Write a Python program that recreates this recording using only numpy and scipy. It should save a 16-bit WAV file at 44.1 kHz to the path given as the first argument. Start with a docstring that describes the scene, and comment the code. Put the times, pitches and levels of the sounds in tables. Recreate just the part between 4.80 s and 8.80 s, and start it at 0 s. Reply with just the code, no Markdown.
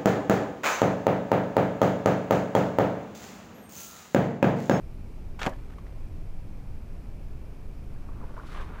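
"""A slap, a crackling sheet of spray and a plop: a projectile hits a calm lake a few metres from the bank.
The plop is the air cavity snapping shut; it leaves bubbles ringing, and a few drops fall back.
Near the end the shooter turns: gear knocks softly and clothing rustles.
Light wind rumbles on the microphone throughout."""
import sys
import numpy as np
from scipy import signal
from scipy.fft import rfft, irfft, next_fast_len
from scipy.io import wavfile
from scipy.ndimage import map_coordinates

SR = 44100
rng = np.random.default_rng(int(sys.argv[2]) if len(sys.argv) > 2 else 0)


def dump_mix(stems):
    """Bounce the given channels to the path in sys.argv[1] as a 16-bit WAV at rate SR."""
    frames = np.atleast_2d(stems).T  # one column per channel
    limited = np.clip(frames, -1, 1)  # hard clip at full scale
    pcm = np.round(limited * 32767).astype(np.int16)
    wavfile.write(sys.argv[1], SR, pcm)


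N = 176400
T = np.arange(N) / SR

# wet tone of spray and drops (frequency [Hz], level [dB])
WATER_COLOUR = [(200, -49), (400, -9), (800, -2.5), (1270, -1), (1700, -3.5), (2100, -8), (3300, -12),
                (4400, -18), (5100, -24), (6600, -21), (9000, -36), (15000, -53)]


def amp(db):
    """Decibels to gain."""
    return 10 ** (np.asarray(db) / 20)


def unit(x):
    """Scale to rms 1."""
    return x / np.sqrt(np.mean(x ** 2) + 1e-20)


def filtered(x, response):
    """Filter x with a gain given as a function of frequency."""
    size = next_fast_len(N + SR // 2)
    return irfft(rfft(x, size) * response(np.fft.rfftfreq(size, 1 / SR)), size)[:N]


def coloured(x, points):
    """EQ x through (frequency [Hz], level [dB]) points, at rms 1."""
    hz, db = np.transpose(points)
    return unit(filtered(x, lambda f: amp(np.interp(np.log(f + 1), np.log(hz + 1), db))))


def noise():
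    """White noise."""
    return rng.standard_normal(N)


def grains(per_s):
    """Random ticks of random size, at rms 1."""
    return unit(noise() * (rng.random(N) < per_s / SR))


def wobble(per_s):
    """A smooth random curve through per_s knots a second."""
    return map_coordinates(noise(), [T * per_s + 2])


def burst(start, attack, t60):
    """Envelope with a quick rise and an exponential fall; times in seconds."""
    age = np.maximum(T - start, 0)
    return (1 - np.exp(-age / attack)) * np.exp(-np.log(1000) * age / t60)


def ring(start, hz, attack, t60, rise=0):
    """A decaying sine whose pitch climbs by the fraction rise per t60."""
    age = np.clip(T - start, 0, 2 * t60)
    return burst(start, attack, t60) * np.sin(2 * np.pi * hz * age * (1 + rise * age / t60 / 2))


def levels(rows):
    """A gain curve for each dB column, silent before the first row and held after the last."""
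    times, *columns = np.transpose(rows)
    return [amp(np.interp(T, times, db, left=-np.inf)) for db in columns]


def spray():
    """Sheets of water tear into crackling drops and a fizzing mist, and later patter down."""
    # bursts of spray (time [s], level [dB], attack [s], t60 [s])
    spray_bursts = [(.5905, -33.5, 0.0022, 0.055), (.603, -43, .004, 0.13), (0.614, -28, 0.0026, 0.093),
                    (0.63, -38, .001, 0.073), (0.639, -35, 0.0059, .1), (0.663, -26, 0.0012, 0.041),
                    (.692, -53, 0.0023, 0.036), (.723, -58, .002, 0.085)]
    # fizz of the finest mist (time [s], level [dB])
    fizz_levels = [(.591, -66), (.596, -54), (.606, -57), (.62, -59), (.65, -57), (.668, -50), (.683, -68),
                   (.696, -56), (.712, -71), (.78, -77), (.85, -90)]
    # its bright tone (frequency [Hz], level [dB])
    fizz_colour = [(2000, -8), (4000, 1), (5600, -1), (7300, -1), (9000, -8), (12000, -8), (15000, -7)]
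    # fine drops landing (time [s], level [dB])
    patter_levels = [(.72, -56), (.8, -66.5), (.88, -66), (.92, -65), (.99, -77), (1.1, -67), (1.3, -78)]
    sheet = coloured(grains(per_s=4000) + amp(3) * noise(), WATER_COLOUR)
    envelope = sum(amp(db) * burst(start, attack, t60) for start, db, attack, t60 in spray_bursts)
    flicker = amp(1.4 * wobble(per_s=250))
    fizz = levels(fizz_levels)[0] * flicker * coloured(noise(), fizz_colour)
    patter = levels(patter_levels)[0] * coloured(grains(per_s=250), WATER_COLOUR)
    return sheet * envelope + fizz + patter


def snaps():
    """Small air pockets snap shut: a cycle or two of pressure and a bright crack."""
    # closing air pockets (time [s], level [dB], pitch [Hz])
    pockets = [(0.5938, -30, 1500), (0.6197, -20, 2600), (0.6318, -11.5, 2820), (0.6324, -25, 3200),
               (0.641, -20.5, 840), (0.6554, -16, 1200), (0.6632, -13.5, 890), (0.6653, -15, 2190),
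               (0.6701, -17.5, 2240), (0.6773, -22, 760)]
    decay_cycles = 4.9
    crack = amp(-22) * coloured(noise(), [(1000, -9), (3000, 6), (7000, 2), (9000, -22), (15000, -11)])
    return sum(amp(db) * (ring(start, hz, attack=0.00005, t60=decay_cycles / hz)
                          + crack * burst(start, attack=0.0001, t60=0.005))
               for start, db, hz in pockets)


def cavity():
    """The air cavity collapses with a low plop and the water churns."""
    # hollow tone of churning water (frequency [Hz], level [dB])
    churn_colour = [(60, -28), (150, -11), (300, 6), (450, -1), (620, 2), (750, 5), (1100, -10), (1700, -7),
                    (3000, -30), (8000, -40)]
    plop = amp(-15) * ring(start=0.6677, hz=207, attack=0.00044, t60=0.025)
    churn = amp(-27) * burst(start=0.663, attack=0.0013, t60=0.12) * coloured(noise(), churn_colour)
    return plop + churn


def bubbles():
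    """Trapped air rings, its pitch climbing as it nears the surface."""
    # small bubbles on entry, larger as the cavity breaks up (time [s], level [dB], pitch [Hz], t60 [s])
    trapped_air = [(.601, -43, 3320, 0.11), (0.6159, -35.5, 1255, 0.18), (0.6201, -33, 1730, .05),
                   (.621, -40, 3650, 0.033), (.664, -30.5, 752, 0.13), (0.6702, -26.5, 474, .035),
                   (.671, -34.5, 939, 0.12), (0.67, -29, 559.4, 0.14), (.673, -30, 1135, 0.04),
                   (0.675, -34, 1620, 0.035), (.6772, -24, 776, 0.023), (.680, -33.5, 368.4, 0.11),
                   (0.687, -36, 1017, 0.076), (.692, -43, 640, .06), (.717, -33.5, 626, 0.038),
                   (.724, -43, 1700, 0.054), (.732, -46, 1340, .03)]
    return sum(amp(db) * ring(start, hz, attack=0.0006, t60=t60, rise=0.066)
               for start, db, hz, t60 in trapped_air)


def drops():
    """Large drops land with a short rising plip and a little wet noise."""
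    # drops falling back (time [s], level [dB], pitch [Hz])
    landings = [(0.899, -44, 1240), (0.903, -48, 1700), (.925, -46, 1400), (.936, -48, 1770),
                (0.9831, -37.5, 1103), (1.066, -41, 1950)]
    decay_cycles = 27
    wet = amp(-13) * coloured(noise(), WATER_COLOUR)
    return sum(amp(db) * (ring(start, hz, attack=0.0011, t60=decay_cycles / hz, rise=0.1)
                          + wet * burst(start, attack=0.0005, t60=0.052))
               for start, db, hz in landings)


def bank(splash):
    """The grassy bank scatters the splash into a short, dull tail."""
    tail = coloured(noise(), [(200, 15), (2000, 10), (10000, -6)]) * burst(0, attack=0.012, t60=0.23)
    return signal.fftconvolve(splash, tail / np.linalg.norm(tail))[:N]


def handling():
    """Gear knocks with a short ring, a scrape and a low thud, and scuffs between; cloth swishes over it."""
    # soft knocks of the gear (time [s], level [dB], pitch [Hz], thud level [dB])
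    knocks = [(3.162, -48, 1640, -62), (3.289, -39.5, 1150, -41), (3.414, -43, 1260, -47),
              (3.432, -43, 1010, -43), (3.44, -38.5, 920, -58), (3.504, -50, 1170, -44),
              (3.538, -46, 1510, -43), (3.567, -35.5, 1440, -38.5), (3.578, -33, 1020, -57),
              (3.589, -35, 1160, -62), (3.598, -35.5, 1450, -53), (3.634, -36, 1070, -52),
              (3.687, -40.5, 1230, -60), (3.72, -40, 1270, -56), (3.748, -31.5, 1140, -62),
              (3.775, -36, 1100, -46), (3.783, -46, 1640, -53), (3.798, -33.5, 1560, -43.5),
              (3.896, -43, 1410, -43), (3.986, -36.5, 1540, -60)]
    # gear and clothing rubbing (time [s], scuff level [dB], swish level [dB], hiss level [dB])
    rub_levels = [(3.1, -68.5, -81, -90), (3.4, -56, -73, -85), (3.55, -57, -71, -75),
                  (3.655, -54.5, -61, -70), (3.668, -61, -57, -59.5), (3.70, -59, -55.5, -64),
                  (3.73, -53, -51.5, -58.5), (3.76, -46.5, -51, -64), (3.81, -47.5, -48, -61.5),
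                  (3.86, -52, -59, -70), (3.93, -49, -60.5, -76), (4.0, -49.5, -55, -69)]
    # dull tone of scrapes and scuffs (frequency [Hz], level [dB])
    gear_colour = [(150, -15), (380, -4), (700, -6.5), (1080, -0.5), (1650, -9), (1950, -15.5), (3000, -28),
                   (8000, -49)]
    # low body of a knock (frequency [Hz], level [dB])
    thud_colour = [(120, -16), (250, -1), (400, -2.5), (620, -2), (900, -11), (1500, -28), (4000, -50)]
    # midrange swish of cloth (frequency [Hz], level [dB])
    swish_colour = [(500, -14), (1200, 7), (2500, 0.5), (3600, -6), (5000, -21), (8000, -25), (15000, -40)]
    # its hissing top (frequency [Hz], level [dB])
    hiss_colour = [(2000, -6), (3800, 5.5), (7000, -4), (9000, -8.5), (11000, -7), (12500, -21),
                   (15000, -13)]
    knock_attack_s, scrape_db = 0.00056, -14.5
    rings = scrape_gain = thud_gain = 0
    for start, db, hz, thud_db in knocks:
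        rings += amp(db) * ring(start, hz, knock_attack_s, t60=0.023)
        scrape_gain += amp(db + scrape_db) * burst(start, knock_attack_s, t60=0.052)
        thud_gain += amp(thud_db) * burst(start, attack=0.0016, t60=0.06)
    scrapes = scrape_gain * coloured(noise(), gear_colour)
    thuds = thud_gain * coloured(noise(), thud_colour)
    scuff_gain, swish_gain, hiss_gain = levels(rub_levels)
    scuffs = scuff_gain * coloured(grains(per_s=2500), gear_colour)
    swish = swish_gain * coloured(grains(per_s=6500), swish_colour)
    hiss = hiss_gain * coloured(noise(), hiss_colour)
    flutter = amp(1.5 * wobble(per_s=90))
    return rings + scrapes + thuds + scuffs + flutter * (swish + hiss)


def wind():
    """Light wind rumbles on the microphone under a smooth hiss of open air."""
    # deep wind rumble (frequency [Hz], level [dB])
    rumble_colour = [(5.9, -35), (10, 3), (25, -2), (108, -14.5), (285, -25.5), (400, -32), (520, -61),
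                     (880, -120)]
    # open-air hiss (frequency [Hz], level [dB])
    air_colour = [(240, -26.5), (400, -4), (438, -4.5), (550, -6), (680, -8.5), (734, -9), (1040, -14),
                  (1610, -19.5), (2060, -21), (2360, -17.5), (2870, -24), (3610, -28.5), (5350, -28.5),
                  (6710, -32.5), (15000, -35.5)]
    gusts = amp(0.98 * wobble(per_s=9))
    rumble = amp(-35.5) * unit(gusts * coloured(noise(), rumble_colour))
    air = amp(-57 + 0.03 * wobble(per_s=6.03)) * coloured(noise(), air_colour)
    return rumble + air


def scene():
    """The splash and its faint scatter off the bank, the shooter's movement and the wind, in mono."""
    splash = spray() + snaps() + cavity() + bubbles() + drops()
    return (splash + amp(-22.5) * bank(splash) + handling() + wind())[None]


def record(dry):
    """A brick-wall low-pass takes off the very top of the treble."""
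    return filtered(dry[0], lambda hz: hz < 15350)[None]


dry = scene()
out = record(dry)
dump_mix(out)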